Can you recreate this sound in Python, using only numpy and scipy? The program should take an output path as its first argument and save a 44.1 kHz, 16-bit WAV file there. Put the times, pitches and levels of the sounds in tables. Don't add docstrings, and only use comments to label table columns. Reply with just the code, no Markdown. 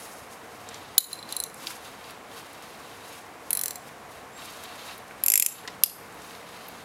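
import sys
import numpy as np
from scipy import signal
from scipy.fft import rfft, irfft
from scipy.io import wavfile
from scipy.ndimage import minimum_filter1d

SR = 44100
rng = np.random.default_rng(int(sys.argv[2]) if len(sys.argv) > 2 else 0)


def amplitude_ratio(level_db):
    exponent = np.asarray(level_db, float) / 20
    return 10 ** exponent


def unload_wav(signal):
    wavfile.write(
        sys.argv[1],
        SR,
        np.round(np.clip(np.atleast_2d(signal).T, -1, 1) * 32767).astype(np.int16),
    )


N = 301644
TIME = np.arange(N) / SR

# time [s], peak level [dB], centre [Hz], spread [octaves]
KNOCK = (5.676, -22, 2200, 2.6)


def rms_one(x):
    return x / np.sqrt(np.mean(x ** 2) + 1e-20)


def at_peak(rows, peak_db):
    return rows * (amplitude_ratio(peak_db) / np.abs(rows).max(axis=1))[:, None]


def drift(rate_hz):
    r = np.exp(-2 * np.pi * rate_hz / SR)
    slow = signal.lfilter([1], [1, -2 * r, r * r], rng.standard_normal(N + SR))
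    return rms_one(slow[SR:])


def envelope_db(start_s, length_s, start_db, end_db, rise_db_s, fall_db_s):
    end_s = start_s + max(length_s, 1e-4)
    hold_db = np.interp(TIME, [start_s, end_s], [start_db, end_db])
    rise_db = rise_db_s * np.maximum(start_s - TIME, 0)
    fall_db = fall_db_s * np.maximum(TIME - start_s - length_s, 0)
    return hold_db - rise_db - fall_db


def coloured(x, spectrum, peaks=()):
    hz = np.fft.rfftfreq(N, 1 / SR) + 1
    at_hz, level_db = np.transpose(spectrum)
    gain = amplitude_ratio(np.interp(np.log(hz), np.log(at_hz), level_db))
    gain = gain * (hz < 15850)
    for centre_hz, width_hz, top_db in peaks:
        offset = 2 * (hz - centre_hz) / width_hz
        gain = gain * (1 + (amplitude_ratio(top_db) - 1) / (1 + offset ** 2))
    return rms_one(irfft(rfft(x) * gain, N))


def contacts(count, rise_s, die_s):
    t = np.arange(768) / SR
    rise = (1 - np.exp(-t / np.reshape(rise_s, (-1, 1)))) ** 2
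    bursts = rng.standard_normal((count, len(t))) * rise * np.exp(-t / die_s)
    return bursts / np.sqrt(np.sum(bursts ** 2, axis=1, keepdims=True))


def struck(modes, count, rise_s, die_s, scatter_db):
    out = np.zeros((count, 4096))
    for hz, level_db, t60_s in modes:
        r = amplitude_ratio(-60 / (t60_s * SR))
        w = 2 * np.pi * hz / SR
        force = contacts(count, rise_s, die_s)
        drive = np.abs(force @ np.exp(-1j * w * np.arange(force.shape[1])))
        drive = np.maximum(drive, 0.4)
        height = amplitude_ratio(level_db + scatter_db * rng.standard_normal(count)) / drive
        force = force * height[:, None]
        force = np.pad(force, ((0, 0), (0, out.shape[1] - force.shape[1]))) + 1e-18
        out += signal.lfilter([0.5, 0, -0.5], [1, -2 * r * np.cos(w), r * r], force)
    return out


def placed(times, bursts):
    out = np.full(N, 1e-18)
    for s, burst in zip(times, bursts):
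        first = round(s * SR)
        out[first:first + len(burst)] += burst
    return out


def far_rumble():
    # frequency [Hz], level [dB per Hz]
    far_colour = [(18, -60), (30, -25), (59, -12.5), (251, -5), (294, -4.5), (335, -8), (735, -3),
                  (2270, -11), (3280, -19), (3830, -19), (4490, -21.5), (11800, -26), (15800, -34.5)]
    # centre [Hz], width [Hz], height [dB]
    drone = [(73.7, 8, 4.5), (100.3, 3.8, 7.5), (137.5, 10.8, 4.5), (211, 5.2, 2), (331.6, 4.4, 8),
             (463, 62, 5.5), (723.6, 10.3, 7), (1092, 150, 3)]
    # (time [s], level [dB])
    far_level = [(0, -44.5), (3.5, -45), (5.7, -44), (6.84, -45)]
    level_db = np.interp(TIME, *np.transpose(far_level)) - 0.5
    return amplitude_ratio(level_db) * coloured(rng.standard_normal(N), far_colour, drone)


def far_motor():
    start_s, hum_db, hum_hz, waver_hz = 5.52, -61, 176, 1.45
    level_db = envelope_db(start_s, N / SR, hum_db, hum_db, 100, 0) + 2.0 * drift(5)
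    phase = 2 * np.pi * np.cumsum(hum_hz + waver_hz * drift(3)) / SR
    return np.sqrt(2) * amplitude_ratio(level_db) * np.sin(phase)


def washes():
    # (time [s], level [dB], time to fall by 60 dB [s])
    wash_starts = [
        (0, -51, 1),
        (5.839, -32, 0.4),
    ]
    # frequency [Hz], level [dB per Hz]
    wash_colours = [
        [(4120, -36), (7000, -10), (7460, -8), (10400, 11), (11700, -5), (12600, -12), (14000, -17)],
        [(2060, -45), (3500, -10), (3820, -19), (4950, 1), (5690, -12), (7850, -5), (8680, -11), (9910, 2),
         (11000, -12), (14600, -8), (15800, -25)],
    ]
    out = 0
    for (s, level_db, t60_s), colour in zip(wash_starts, wash_colours):
        closed = [(colour[0][0] / 2, -60)] + colour
        dying = amplitude_ratio(level_db - 60 * np.maximum(TIME - s, 0) / t60_s)
        out = out + (TIME >= s) * dying * coloured(rng.standard_normal(N), closed)
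    return out


def rubbing():
    # start time [s], length [s], level at start [dB], at end [dB], bright
    # above dull part [dB]
    strokes = [(0, 0.25, -50.5, -59, 2), (.43, .24, -60.5, -56.5, -1), (0.68, 0.075, -53, -46.5, -7.5),
               (.76, 0.24, -49.5, -58.5, -6.5), (1.116, .08, -46.5, -61, -.1), (1.308, 0.14, -44, -66, -3),
               (1.56, 0.087, -58, -44, 0.5), (1.669, .15, -40, -55.5, -1), (1.846, 0.11, -46.5, -57, -2.3),
               (1.956, .15, -55.5, -49, -5), (2.292, 0.087, -57.5, -45.5, -3), (2.42, 0.16, -52, -51.5, -6),
               (2.625, .15, -51.5, -53, -5.5), (2.794, 0.39, -52.5, -50, -4), (3.8, 0.088, -65, -54.5, -1),
               (4.12, 0.07, -54, -56.5, -2.5), (4.39, .27, -47.5, -48, -3.5),
               (4.661, 0.26, -48.5, -43, -6.5), (5.514, 0.13, -47, -53, -18), (6.032, 0.27, -64, -49.5, -3),
               (6.304, 0.12, -51.5, -52.5, -4.5), (6.47, 0.34, -51, -50.5, -5.5),
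               (0.332, 0.015, -51, -56, 1),
        (3.41, 0.14, -63, -56, .1),
        (5.075, .04, -62, -60, -1.5),
        (5.18, 0.075, -58, -54, -5),
        (5.72, 0.055, -55, -64, -6),
    ]
    # frequency [Hz], level [dB per Hz]
    dull_rub = [(350, -26), (600, -28), (638, -2), (1100, 2.5), (1750, -2), (2750, -2.5), (3480, -2),
                (4060, -0.5), (7000, -19.5), (9100, -45.5), (15400, -120)]
    bright_rub = [(2940, -43.5), (5000, 0.5), (6420, -1.5), (7140, -2), (8090, -3), (12100, -1.5),
                  (15100, -11), (15800, -14)]
    # centre [Hz], width [Hz], height [dB]
    casing = [(2700, 150, 6), (3140, 120, 4), (3760, 90, 6), (4600, 100, 5), (6550, 50, 9), (7590, 120, 5),
              (8280, 150, 3), (9540, 80, 6), (10300, 200, 5)]
    moves = strokes
    grip_on_db_s, let_go_db_s = 350, 171.5
    moves_db = np.array([envelope_db(*move[:4], grip_on_db_s, let_go_db_s) for move in moves])
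    dull_db = moves_db.max(axis=0)
    bright_db = (moves_db + np.array(moves)[:, 4:]).max(axis=0)
    grip = drift(29.2)
    slips_db = 2.0 * np.minimum(rng.exponential(1, (2, N)), 5)
    grit = rng.standard_normal((2, N)) * amplitude_ratio(slips_db)
    dull_gain = amplitude_ratio(dull_db + 1.64 * grip + 0.19 * drift(12))
    bright_gain = amplitude_ratio(bright_db + 0.74 * grip + 1.9 * drift(22))
    dull = dull_gain * coloured(grit[0], dull_rub, casing)
    bright = bright_gain * coloured(grit[1], bright_rub, casing)
    return dull + bright


def squeak():
    start_s, level_db, hz, width_hz = 4.358, -51, 7530, 90
    narrow = signal.iirpeak(hz, hz / width_hz, fs=SR)
    tone = signal.lfilter(*narrow, rng.standard_normal(N))
    tone = signal.lfilter(*narrow, tone)
    return amplitude_ratio(envelope_db(start_s, 0, level_db, level_db, 570, 140)) * rms_one(tone)


def ticks():
    # time [s], peak level [dB], centre [Hz], spread [octaves]
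    dull_ticks = [(0.9796, -6.5, 4150, 0.59), (0.7103, -34, 1830, 1.7), (0.7435, -27.5, 4980, 1),
                  (1.6697, -17.5, 3900, 0.74), (1.705, -27, 1640, 1.1), (2.0418, -35, 3930, 0.84),
                  (2.3147, -37, 2760, 1.2), (3.5058, -20.5, 1900, 2.6), (3.8898, -36, 1810, 1.2),
                  (4.42, -33, 2880, 1.2), (4.793, -35, 3150, 1.1), (4.9094, -34, 3710, 1.4),
                  (5.1093, -31.5, 1570, 1.2), (5.6527, -31.5, 1640, 0.49), (6.3082, -32, 2260, 1.7),
                  (6.35, -33.5, 2850, 1.8)]
    bright_ticks = [(0.6884, -29, 6160, 1.2), (1.5798, -43, 6900, 1.2), (2.107, -34, 6560, 2.2),
                    (2.5311, -38, 10300, 1.2), (2.6233, -36, 6560, 1.4), (4.3794, -38, 7610, 1.01),
                    (4.4557, -32.5, 6550, 1.6), (4.536, -38, 7710, 0.85), (4.6374, -30, 10300, 1),
                    (4.9791, -33.5, 13500, 1.01), (5.0799, -40, 6900, 1.4), (5.676, -39, 10900, 1.9),
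                    (6.124, -42, 7450, 1.2), (6.1439, -42, 12500, 1.2), (6.2193, -36.5, 6700, 1.2),
                    (6.4894, -38, 5720, 1.5), (6.6667, -41, 12900, 1.04), (6.684, -28.5, 12900, 0.34)]
    rows = [(*tick, 0.0019) for tick in dull_ticks]
    rows += [(*KNOCK, 0.006)]
    rows += [(*tick, 0.003) for tick in bright_ticks]
    puffs = []
    for s, peak_db, hz, octaves, die_s in rows:
        edges = hz * 2 ** (np.clip(octaves, 0.1, 3) * np.array([-0.5, 0.5]))
        edges = np.clip(edges, 200, [15000, 15700])
        band = signal.butter(2, edges, "band", fs=SR, output="sos")
        puff = signal.sosfilt(band, contacts(1, 0.000067, die_s)[0])
        puffs.append(amplitude_ratio(peak_db - 1.5) * puff / np.abs(puff).max())
    return placed(np.array(rows)[:, 0], puffs)


def frame_knock():
    # pitch [Hz], level [dB], time to fall by 60 dB [s]
    frame_modes = [(720, -3, .03), (1030, 0, .03), (2010, -2, .025), (2900, -6, .01), (3800, -5, .01)]
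    ring = struck(frame_modes, 1, 0.002, 0.004, scatter_db=0)
    return placed([KNOCK[0]], at_peak(ring, np.array([-25])))


def socket_seat():
    # (time [s], peak level [dB])
    jumps = [
        (5.8356, 1),
    ]
    seat_hz = [2600, 3300, 4350, 5000, 5900, 7200, 8100, 9500, 10050, 10800, 11600, 12200, 12800, 13400,
               14000, 14700]
    # level [dB], time to fall by 60 dB [s]
    seat_modes = [(-9, 0.005), (-6, 0.005), (-9, 0.016), (-1.5, 0.028), (-20, 0.0081), (-12, 0.012),
                  (-13, .008), (0, 0.016), (-18, 0.016), (2, 0.0054), (6, 0.016), (-7, 0.0081), (1, 0.01),
                  (-10, .008), (-6, .009), (-15, 0.0069)]
    s, peak_db = np.transpose(jumps)
    modes = [(hz, *mode) for hz, mode in zip(seat_hz, seat_modes)]
    blow = at_peak(struck(modes, len(s), 0.0004, 0.00071, 0), peak_db + 0.18)
    rattle = at_peak(struck(modes, len(s), 0.0013, 0.0026, 0), peak_db - 6.5)
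    return placed(s, blow + rattle)


def ratchet():
    # time [s], peak level [dB], handle ring from the peak [dB]
    swings = [
        [(0.9802, 3.2, -9.5)],
        [(1.1298, -17.5, -2.5), (1.189, -34, 10), (1.2271, -30.5, 4), (1.29, -31, -1), (1.3239, -16, -14),
         (1.3654, -14, -16.5), (1.401, -14.5, -18.5), (1.4373, -12, -25), (1.5424, -30.5, -50)],
        [(3.5057, -11, -22), (3.5299, -10, -26), (3.5505, -13.5, -22), (3.5718, -11.5, -24), (3.5917, -17, -25),
         (3.612, -14, -30), (3.6352, -14, -32), (3.6576, -14, -32), (3.6809, -15.5, -24), (3.7071, -21, -28),
         (3.7562, -24, -29)],
        [(5.237, -8.5, -27), (5.2617, -7.5, -50), (5.2824, -5.5, -53), (5.3007, -2, -56), (5.3188, -2.5, -56),
         (5.3374, 1.5, -52), (5.3557, 3, -56), (5.3757, 1.5, -60), (5.3978, 3.5, -50), (5.4235, 3, -56),
         (5.462, 1.8, -52)],
    ]
    # level at first tooth [dB], at last tooth [dB]
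    grips = [
        [(-14.5, -21), (-1.5, -8), (-8.5, -13)],
        [(-6, -27), (-1.5, -20), (-12, -27.5)],
        [(-28, -21), (-4.5, -25), (-9.5, -25)],
        [(-18, -17.5), (-15, -16), (-9, -16.5)],
    ]
    part_hz = [
        [4070, 4200],
        [7472, 7590],
        [9780, 9950, 10150, 10350],
        [11480, 11660, 11880, 12080],
    ]
    # level [dB], time to fall by 60 dB [s]
    part_modes = [
        [(1.5, 0.035), (-1.5, 0.02)],
        [(-4.3, 0.037), (-2.4, 0.018)],
        [(-5, 0.0083), (-1.5, 0.016), (-2.5, .02), (-1.5, .015)],
        [(-24.5, .015), (3, 0.017), (-13, 0.06), (0, 0.011)],
    ]
    head_hz = [1750, 2450, 3200, 4650, 5250, 6200, 7000, 8300, 9100, 10800, 12700, 13800, 15070, 15450]
    # time to fall by 60 dB [s], levels on swings 1-4 [dB]
    head_modes = [(0.0055, -44, -29, -13, -24.5), (0.0055, -14, -45, -33, -10.5),
                  (0.0087, -11, -34, -29, -23), (0.0046, -14, -35, -12.5, -21),
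                  (0.0065, -15, -34, -14, -9.5), (0.0099, -36, -14, -11.5, -15),
                  (0.01, 1.5, -19, -14, -9.5), (0.0084, -24, -13, -12, -10.5), (0.005, -22, -22, -24, -30),
                  (0.0017, 2, 3.5, -13, -6), (0.0036, -46, -13, -21, -16), (0.0133, -34, -19, -19, -25),
                  (.024, 0, -25, -14, -37), (.01, -28, -22, -27, -18)]
    contact_rise_s, contact_die_s = [0.001, 0.00031, 0.00025, 0.00025], 0.00094
    s, peak_db, handle_db = np.transpose(np.concatenate(swings))
    swing = np.repeat(np.arange(len(swings)), [len(teeth) for teeth in swings])
    grip_db = [np.linspace(*np.transpose(grip), len(teeth)) for grip, teeth in zip(grips, swings)]
    grip_db = np.concatenate(grip_db)
    modes = []
    for hz, (t60_s, *level_db) in zip(head_hz, head_modes):
        modes.append((hz, np.array(level_db)[swing], t60_s))
    for freedom_db, pitches, part in zip([handle_db, *grip_db.T], part_hz, part_modes):
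        for hz, (level_db, t60_s) in zip(pitches, part):
            modes.append((hz, freedom_db + level_db + 8.5, t60_s))
    rise_s = np.array(contact_rise_s)[swing]
    snaps = struck(modes, len(s), rise_s, contact_die_s, scatter_db=0.0)
    return placed(s, at_peak(snaps, peak_db + 1.0))


def garage(x):
    # (delay time [s], level [dB])
    bounces = [
        (.0038, -11.5),
        (.0085, -22),
        (0.0234, -16),
        (0.059, -23),
    ]
    t60_s, tail_db = 0.33, -14.5
    t = np.arange(SR) / SR
    tail = rng.standard_normal(SR) * amplitude_ratio(-60 * t / t60_s) * (1 - np.exp(-t / 0.018))
    response = amplitude_ratio(tail_db) * tail / np.sqrt(np.sum(tail ** 2))
    for delay_s, level_db in bounces:
        smear = contacts(1, 0.00033, 0.00046 + 0.04 * delay_s)[0]
        first = round(delay_s * SR)
        response[first:first + len(smear)] += amplitude_ratio(level_db) * smear
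    response = signal.sosfilt(signal.butter(1, 14000, fs=SR, output="sos"), response)
    response = signal.sosfilt(signal.cheby2(10, 40, 15900, fs=SR, output="sos"), response)
    return signal.fftconvolve(x, response)[:N]


def scene():
    steel = ratchet() + socket_seat()
    no_bass = signal.butter(4, 1450, "high", fs=SR, output="sos")
    hits = signal.sosfilt(no_bass, steel) + ticks() + frame_knock()
    background = far_rumble() + far_motor() + washes()
    return (background + rubbing() + squeak() + hits + garage(hits))[None]


def top_cut(x):
    return signal.sosfilt(signal.butter(12, 16800, fs=SR, output="sos"), x)


def record(dry):
    duck_from_db, duck_share = -7.5, 0.68
    attack_s, hold_s, recover_db_s = 0.0026, 0.059, 93
    ramp_db = recover_db_s * np.arange(N) / SR
    hold = round(hold_s * SR / 2)
    quiet_db = -20 * np.log10(np.abs(dry[0]) + 1e-9)
    level_db = -minimum_filter1d(quiet_db, size=2 * hold + 1, origin=hold)
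    held_db = np.maximum.accumulate(level_db + ramp_db) - ramp_db
    r = np.exp(-1 / (attack_s * SR))
    duck_db = signal.lfilter([1 - r], [1, -r], duck_share * np.maximum(held_db - duck_from_db, 0))
    ducked = np.clip(dry * amplitude_ratio(-duck_db), -1, 1)
    mix = signal.sosfilt(signal.cheby2(12, 45, 17000, fs=SR, output="sos"), ducked)
    return top_cut(mix)


dry = scene()
out = record(dry)
unload_wav(out)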